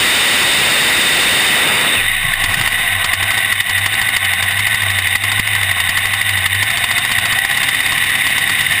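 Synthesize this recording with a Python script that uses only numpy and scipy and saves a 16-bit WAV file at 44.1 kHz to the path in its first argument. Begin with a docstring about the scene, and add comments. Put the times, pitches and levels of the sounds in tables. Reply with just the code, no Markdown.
"""On a pulling track, the microphone riding in a closed camera case on a tractor's chassis.
The supercharged V8 roars at full throttle, ringing the case and overloading the microphone. Near 2 s it
lets off: the supercharger's whistle falls and the engine drops to a lumpy idle, with ringing pipes,
gear tones and a booming body. The chassis thumps as it stops rolling. One cylinder barks once a cycle,
and the hardest barks make the gain control duck."""
import sys
import numpy as np
from scipy import signal
from scipy.fft import rfft, irfft
from scipy.io import wavfile
from scipy.ndimage import uniform_filter1d

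SR = 44100
rng = np.random.default_rng(int(sys.argv[2]) if len(sys.argv) > 2 else 0)


def generate_wav(sig):
    """Save sig (samples, or channels by samples) to the path in sys.argv[1] as 16-bit PCM at SR."""
    pcm = np.round(np.clip(np.atleast_2d(sig).T, -1, 1) * 32767).astype(np.int16)
    wavfile.write(sys.argv[1], SR, pcm)


N = 388080
TIME = np.arange(N) / SR
FREQ = np.fft.rfftfreq(N, 1 / SR)
IDLE_RATE = 12.45  # engine cycles per second around which the idle hunts

# Strength in dB of each of a cycle's eight firings, from the barking cylinder on.
CYLINDERS = [-4.5, -2, -5.5, -3.5, -3, -2.5, -1.5, -5]
# Resonances of the case around the microphone. Each row: centre in Hz, width in Hz, relative level in dB.
CASE_MODES = [(1800, 143, -7.5), (1939, 132, -0.5), (2097, 385, -6), (2514, 300, -10.5), (2813, 127, -8),
              (3016, 130, -8.5), (3276, 37, -18), (3634, 259, -6.5), (3825, 150, -14)]
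# Resonances of the exhaust pipes. Each row: centre in Hz, width in Hz, relative level in dB.
PIPE_MODES = [(500.4, 31, -13.5), (702, 95, -5), (788.5, 48, -1.5), (874, 190, -14.5), (1082, 177, -3),
              (1297, 36, -6), (1524, 108, 0)]
# How strongly the pipes ring. Each row: time in seconds, relative level in dB.
PIPE_LEVEL = [(2, -34), (2.3, -26.5), (3.6, -30.5), (4.7, -29), (6, -31), (7.45, -30), (7.8, -30.5),
              (8.8, -33.5)]
# Spectrum of a cylinder's spit of hiss. Each row: frequency in Hz, relative level in dB.
SPIT_SPECTRUM = [(100, 7), (500, -4.5), (1100, 10.5), (1600, 3), (3300, 8.5), (4100, 2.5), (4600, 7.5),
                 (5200, 3), (6000, 1)]
# The barks that stand out. Each row: time in seconds, spit and blow on the case in relative dB.
HARD_BARKS = [(2.339, -25, -6), (2.441, -16, -6), (2.543, -20, -7), (2.613, -17.5, -11), (2.677, -17, -7),
              (3.045, -14.5, -15), (3.137, -12, -2.5), (3.308, -16, -10), (3.526, -16, -6.5),
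              (3.607, -14, 3), (3.863, -13, -4.5), (4.168, -15, -5), (4.427, -18, -9), (4.671, -18, -7),
              (4.988, -17.5, -4.5), (5.157, -12.5, -1.5), (5.398, -16, -2), (5.715, -20, -5),
              (5.893, -18.5, -10), (5.975, -19, -3.5), (6.216, -20.5, -6.5), (6.462, -16, 0.5),
              (6.629, -15, -5), (6.842, -16, -4), (6.983, -17, -5), (7.186, -18, -5), (7.325, -18, -9),
              (7.451, -17, -4), (7.691, -15, -5), (7.922, -18, -16.5), (8.155, -23, -4), (8.268, -19, -12),
              (8.496, -19, -10)]


def amp(db):
    """Gain from dB."""
    return 10 ** (np.asarray(db) / 20)


def unit(x):
    """Scales to an rms of one."""
    return x / np.sqrt(np.mean(x ** 2) + 1e-20)


def curves(rows):
    """Each column after the first as a curve over time."""
    s, *columns = np.transpose(rows)
    return [np.interp(TIME, s, column) for column in columns]


def slope(points):
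    """Gain over frequency through (Hz, dB) points, cut off at 6 kHz."""
    hz, db = np.transpose(points)
    return amp(np.interp(np.log(FREQ + 1), np.log(hz), db)) * (FREQ < 6000)


def modes(rows):
    """Gain over frequency of steep-sided resonances."""
    return np.sqrt(sum((amp(db) / (1 + (2 * (FREQ - hz) / width) ** 2)) ** 2 for hz, width, db in rows))


def colour(x, gain):
    """Causal filter that keeps the power of white noise."""
    log_gain = np.log(np.maximum(unit(gain), 1e-4))
    cepstrum = irfft(log_gain, N)
    cepstrum[1:N // 2] *= 2
    cepstrum[N // 2 + 1:] = 0
    impulse = irfft(np.exp(rfft(cepstrum)), N)[:4096]
    return signal.oaconvolve(x, impulse)[:N]


def noise():
    """White noise."""
    return rng.standard_normal(N)


def drift(hz):
    """Random wander with an rms of one, mostly slower than hz."""
    return unit(irfft(rfft(noise()) * np.exp(-(FREQ / hz) ** 2), N))


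def puffs(cycles, crest, scatter_db, trough):
    """Envelope of the exhaust: each of eight cylinders in turn swells to a crest and falls away."""
    firing = cycles * len(CYLINDERS)
    number, part = np.floor(firing).astype(int), firing % 1
    chance = rng.standard_normal(4096)
    db = np.array(CYLINDERS)[number % len(CYLINDERS)] + scatter_db * chance[number % len(chance)]
    hump = np.interp(part, [0, crest, 1], [0, 1, 0]) ** 2
    return unit(amp(db) * (trough + hump))


def roar(open_db=-3, hiss_db=-11, overload=1.73, level_db=-12.0):
    """Full throttle, close up: dense firings shake the case and drive the microphone into saturation."""
    # Each row: time in seconds, engine cycles per second, then in relative dB the drive on the
    # microphone, the overall level, the open roar and the hiss.
    throttle = [(0, 45, -2.5, -0.5, 0, 4), (1.48, 51.4, -7, -0.5, 0, 3), (1.62, 46, -10, -.5, 2, -2),
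                (1.8, 41, -6, -1.5, 1.5, -22), (1.95, 22, -12, -1, -0.5, -10), (2.05, 13, -14, -12, 0, -5),
                (2.2, 9.3, -8, -38, -3, -16)]
    # Spectra of the open roar and the hiss. Each row: frequency in Hz, relative level in dB.
    open_spectrum = [(20, -16), (60, -6), (130, -4), (300, -3.5), (700, -4), (1200, -3), (1600, -0.5),
                     (2700, 2), (3300, -19), (4200, -16.5), (6000, -17)]
    hiss_spectrum = [(1500, -28), (3000, 6), (4200, 1.5), (4700, 5), (5600, -0.5), (6000, 3)]
    rate, drive_db, db, low_db, high_db = curves(throttle)
    blast = puffs(np.cumsum(rate) / SR, crest=0.28, scatter_db=-1.0, trough=1.0)
    case = modes(CASE_MODES) * slope([(1900, -5.0), (2400, -4), (3000, -0.5), (3700, 1.5), (5000, 0)])
    air = colour(blast * noise(), case)
    air += amp(open_db + low_db) * colour(blast * noise(), slope(open_spectrum))
    air += amp(hiss_db + high_db) * colour(blast * noise(), slope(hiss_spectrum))
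    squashed = np.tanh(overload * amp(drive_db) * air)
    # trims the deep rumble that saturation adds to the roar
    squashed = signal.lfilter(*signal.butter(1, 45, "high", fs=SR), squashed)
    return amp(level_db + db) * squashed / np.sqrt(uniform_filter1d(squashed ** 2, size=4000))


def supercharger(breath=1.66, level_db=-7):
    """The supercharger's breathy whistle falls as the engine slows."""
    # Each row: time in seconds, pitch in Hz, relative level in dB.
    wind_down = [(1.55, 5270, -55), (1.72, 4870, -26), (1.84, 4600, -36), (1.88, 3797, -36),
                 (1.94, 3090, -31), (1.99, 2530, -15), (2.06, 2260, -37), (2.12, 1980, -60)]
    hz, db = curves(wind_down)
    sounding = (TIME > wind_down[0][0]) & (TIME < wind_down[-1][0])
    phase = 2 * np.pi * np.cumsum(hz) / SR
    breathy = drift(hz=130) * np.sin(phase) + drift(hz=130) * np.cos(phase)
    return sounding * amp(db + level_db) * (np.sin(phase) + breath * breathy)


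def idle_speed():
    """The idle hunts, then creeps up."""
    # Each row: time in seconds, engine cycles per second.
    hunting = [(2.27, 11.84), (2.48, 8.75), (2.58, 14.5), (2.87, 15.48), (3.05, 8.99), (3.35, 14.77),
               (3.65, 10.81), (4.02, 13.88), (4.36, 11.02), (4.74, 13.44), (4.94, 11.59), (5.45, 12.99),
               (5.84, 11.23), (6.2, 13.17), (6.49, 11.05), (6.77, 14.6), (7.21, 14.46), (7.67, 17.32),
               (8.8, 17.58)]
    return curves(hunting)[0]


def idle_cycles(lead_s=0.002943):
    """Count of engine cycles: it follows the idle speed, and every hard bark opens a cycle."""
    turned = np.cumsum(idle_speed()) / SR
    openings = np.array(HARD_BARKS)[:, 0] - lead_s
    ahead = np.unwrap(np.interp(openings, TIME, turned) % 1, period=1)
    return turned - np.interp(TIME, openings, ahead)


def flywheel(cycles):
    """The flywheel evens out the lurch from one cycle to the next."""
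    return uniform_filter1d(cycles, size=9000, mode="nearest")


def chassis(cycles, body_hz=97, width_hz=13, hum_hz=97.9, shake_hz=24.8):
    """The body booms as the firing rate meets its resonance, beside a hum; the frame shakes on its tyres."""
    # Strength of the boom at resonance and of the shake. Each row: time in seconds, relative level in dB.
    boom_level = [(2.3, -44), (2.95, -31), (3.1, -26), (3.5, -31), (4.3, -28.5), (5.4, -24), (5.95, -31),
                  (6.35, -25), (6.9, -25.5), (8.8, -22)]
    shake_level = [(1.8, -58), (2.01, -32), (2.36, -28), (2.85, -35), (3.1, -36), (3.38, -48), (5.23, -48),
                   (5.47, -42), (8.51, -51), (8.8, -56)]
    firing = 2 * np.pi * len(CYLINDERS) * flywheel(cycles)
    response = 1 / np.hypot(1, 2 * (len(CYLINDERS) * idle_speed() - body_hz) / width_hz)
    boom = response * amp(curves(boom_level)[0] - 1 + 1.6 * drift(hz=24)) * np.sin(firing)
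    boom += amp(-48 + 2 * drift(hz=13)) * np.sin(2 * firing)
    hum = amp(-39 + 2.5 * drift(hz=5)) * wavering(hum_hz, wander_hz=1.2, rate_hz=5.4)
    shake = amp(curves(shake_level)[0] - 1) * wavering(shake_hz, wander_hz=1.25, rate_hz=3.2)
    fade_in = np.clip((TIME - 1.9) / 0.081, 0, 1)
    return (np.sqrt(2) * boom + hum + shake) * fade_in


def wavering(hz, wander_hz, rate_hz):
    """A tone of wandering pitch with an rms of one."""
    return np.sqrt(2) * np.sin(2 * np.pi * np.cumsum(hz + wander_hz * drift(rate_hz)) / SR)


def case_rattle():
    """The wandering ring of the case's main resonance."""
    return wavering(1965, wander_hz=75, rate_hz=212.4)


def idle(cycles, ping_db=-8.0, tick_db=-7):
    """Uneven firings ring the case and the pipes over gear tones and a broad wash of exhaust."""
    # Each row: frequency in Hz, relative level in dB.
    wash_spectrum = [(20, -14), (60, -1), (180, 1.5), (260, -3.5), (420, -8), (600, -12), (1200, -6.5),
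                     (3000, 2.5), (4200, -15), (4600, -8), (5200, -8.5), (6000, -9)]
    extra_speed = idle_speed() - IDLE_RATE
    settling_db = 6.4 * np.exp(-((TIME - 2.55) / 0.18) ** 2)  # louder for a moment after letting off
    case_db = -19.5 + 0.15 * extra_speed
    wash_db = -33 + 0.79 * extra_speed + settling_db
    blast = puffs(cycles, crest=0.64, scatter_db=1, trough=4.5)
    case = amp(case_db + 2.5) * colour(blast * noise(), modes(CASE_MODES))
    # the crest of each firing pings the case and leaves a small tick
    crests = puffs(cycles, crest=0.65, scatter_db=2.5, trough=0)
    pings = crests * amp(case_db + ping_db) * case_rattle()
    ticks = crests * amp(wash_db + tick_db) * colour(noise(), slope(SPIT_SPECTRUM))
    gust = puffs(cycles, crest=0.6, scatter_db=1.6, trough=5.6)
    pipe_db = curves(PIPE_LEVEL)[0] + 1.5 + 1.1 * drift(hz=2.9)
    pipes = amp(pipe_db) * colour(gust * noise(), modes(PIPE_MODES))
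    wash = amp(wash_db + 2.5) * colour(gust * noise(), slope(wash_spectrum))
    fade_in = np.clip((TIME - 1.92) / 0.086, 0, 1)
    return (case + pings + ticks + pipes + wash + gears(cycles)) * fade_in


def gears(cycles, wobble_cycles=0.00081):
    """Rough gear tones follow the engine speed and sing out as they cross the pipe resonances."""
    # Each row: multiple of the cycle rate, relative level in dB.
    orders = [(49, 3), (96, -2), (115, -1)]
    turns = flywheel(cycles) + wobble_cycles * drift(hz=45)
    tones = sum(amp(db) * np.sqrt(2) * np.sin(2 * np.pi * order * turns) for order, db in orders)
    tones *= amp(curves(PIPE_LEVEL)[0] + 2 * drift(hz=24.4))
    return irfft(rfft(tones) * modes(PIPE_MODES) ** 2, N)


def bark_list(cycles, lag_s=0.0026, start_s=2.03, skip_from_s=8.18, misfire_db=-20):
    """One bark a cycle, hard, ordinary or misfired, in rows like those of HARD_BARKS."""
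    # Spells in which the cylinder barely spits. Each row: start and end in seconds.
    lulls = [(2.0, 2.3), (2.72, 3.0), (3.41, 3.49)]
    times = TIME[1:][np.diff(np.floor(cycles)) > 0] + lag_s
    times = times[times > start_s]
    hard_s = np.array(HARD_BARKS)[:, 0]
    skipping = np.cumsum(times > skip_from_s) % 2 == 1  # late on, every second cycle misfires
    rows = list(HARD_BARKS)
    chance = rng.uniform(-1, 1, (len(times), 2))
    for s, skips, (spit_luck, blow_luck) in zip(times, skipping, chance):
        if abs(hard_s - s).min() * IDLE_RATE > 1 / 3:  # no hard bark nearby
            misfire = skips or any(start < s < end for start, end in lulls)
            rows.append((s, -21 + 3.1 * spit_luck + misfire * misfire_db, -9.5 + 1.7 * blow_luck))
    return rows


def barks(cycles, rise_s=0.0028, decay_s=0.0075, swell_s=0.0041, cutoff_s=0.0016):
    """Each bark is a spit of hiss and a short blow that rattles the case around the microphone."""
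    spit, blow = np.zeros((2, N))
    for s, spit_db, blow_db in bark_list(cycles):
        near = slice(int((s - 0.02) * SR), int((s + 0.07) * SR))
        t = TIME[near] - s
        spit[near] += amp(spit_db) * np.exp(-np.where(t < 0, (t / rise_s) ** 2, t / decay_s))
        late = t - 0.0015  # the blow peaks just after the spit
        blow[near] += amp(blow_db) * np.exp(-(late / np.where(late < 0, swell_s, cutoff_s)) ** 2 / 2)
    ring = 0.53 * case_rattle() * blow + 0.5 * colour(blow * noise(), modes(CASE_MODES))
    return amp(4) * colour(spit * noise(), slope(SPIT_SPECTRUM)) + amp(1.5) * ring


def thumps():
    """As the tractor stops rolling, each jolt from the track rings the chassis for a few low cycles."""
    # Each row: centre in seconds, Gaussian width in seconds, pitch in Hz, peak in dB.
    jolts = [(2.253, 0.005, 141, -19), (2.29, 0.0066, 125, -21), (2.494, 0.017, 96, -19),
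             (2.576, 0.0053, 140, -17.5), (2.61, 0.0079, 121, -19)]
    return sum(amp(db) * np.exp(-((TIME - s) / width) ** 2 / 2) * np.cos(2 * np.pi * hz * (TIME - s))
               for s, width, hz, db in jolts)


def knock(at_s=5.399, width_s=0.0007, peak_db=-5):
    """One dull knock on the frame, a single pulse of pressure."""
    return -amp(peak_db) * np.exp(-abs(TIME - at_s) / width_s)


def scene():
    """All sources meet at one microphone on the chassis, the same in both channels."""
    cycles = idle_cycles()
    mono = roar() + idle(cycles) + barks(cycles) + chassis(cycles) + thumps() + knock() + supercharger()
    return np.array([mono, mono])


def record(dry, limit_db=-8, attack_s=0.00053, recovery_db_per_s=85, knee=0.65, cut_hz=15400):
    """Gain control ducks after hard barks; a coarse sample-and-hold mirrors the sound into the treble."""
    pole = np.exp(-1 / (attack_s * SR))
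    power_db = 10 * np.log10(signal.lfilter([1 - pole], [1, -pole], dry[0] ** 2) + 1e-12)
    fall = TIME * recovery_db_per_s
    over_db = np.maximum(np.maximum.accumulate(power_db + fall) - fall - limit_db, 0)
    ducked = dry * amp(-uniform_filter1d(over_db, size=130))
    excess = np.maximum(abs(ducked) - knee, 0)
    rounded = np.clip(ducked, -knee, knee) + np.sign(ducked) * np.tanh(4 * excess) / 4
    narrow = signal.oaconvolve(rounded, signal.firwin(101, 5780, fs=SR)[None], "same")
    coarse = signal.resample_poly(narrow, 160, 147, axis=1)[:, ::4]  # 12 kHz sample rate
    held = signal.resample_poly(np.repeat(coarse, 4, axis=1), 147, 160, axis=1)[:, :N]
    top_cut = signal.firwin(511, cut_hz, window=("kaiser", 9), fs=SR)
    return signal.oaconvolve(held, top_cut[None], "same")


dry = scene()
out = record(dry)
generate_wav(out)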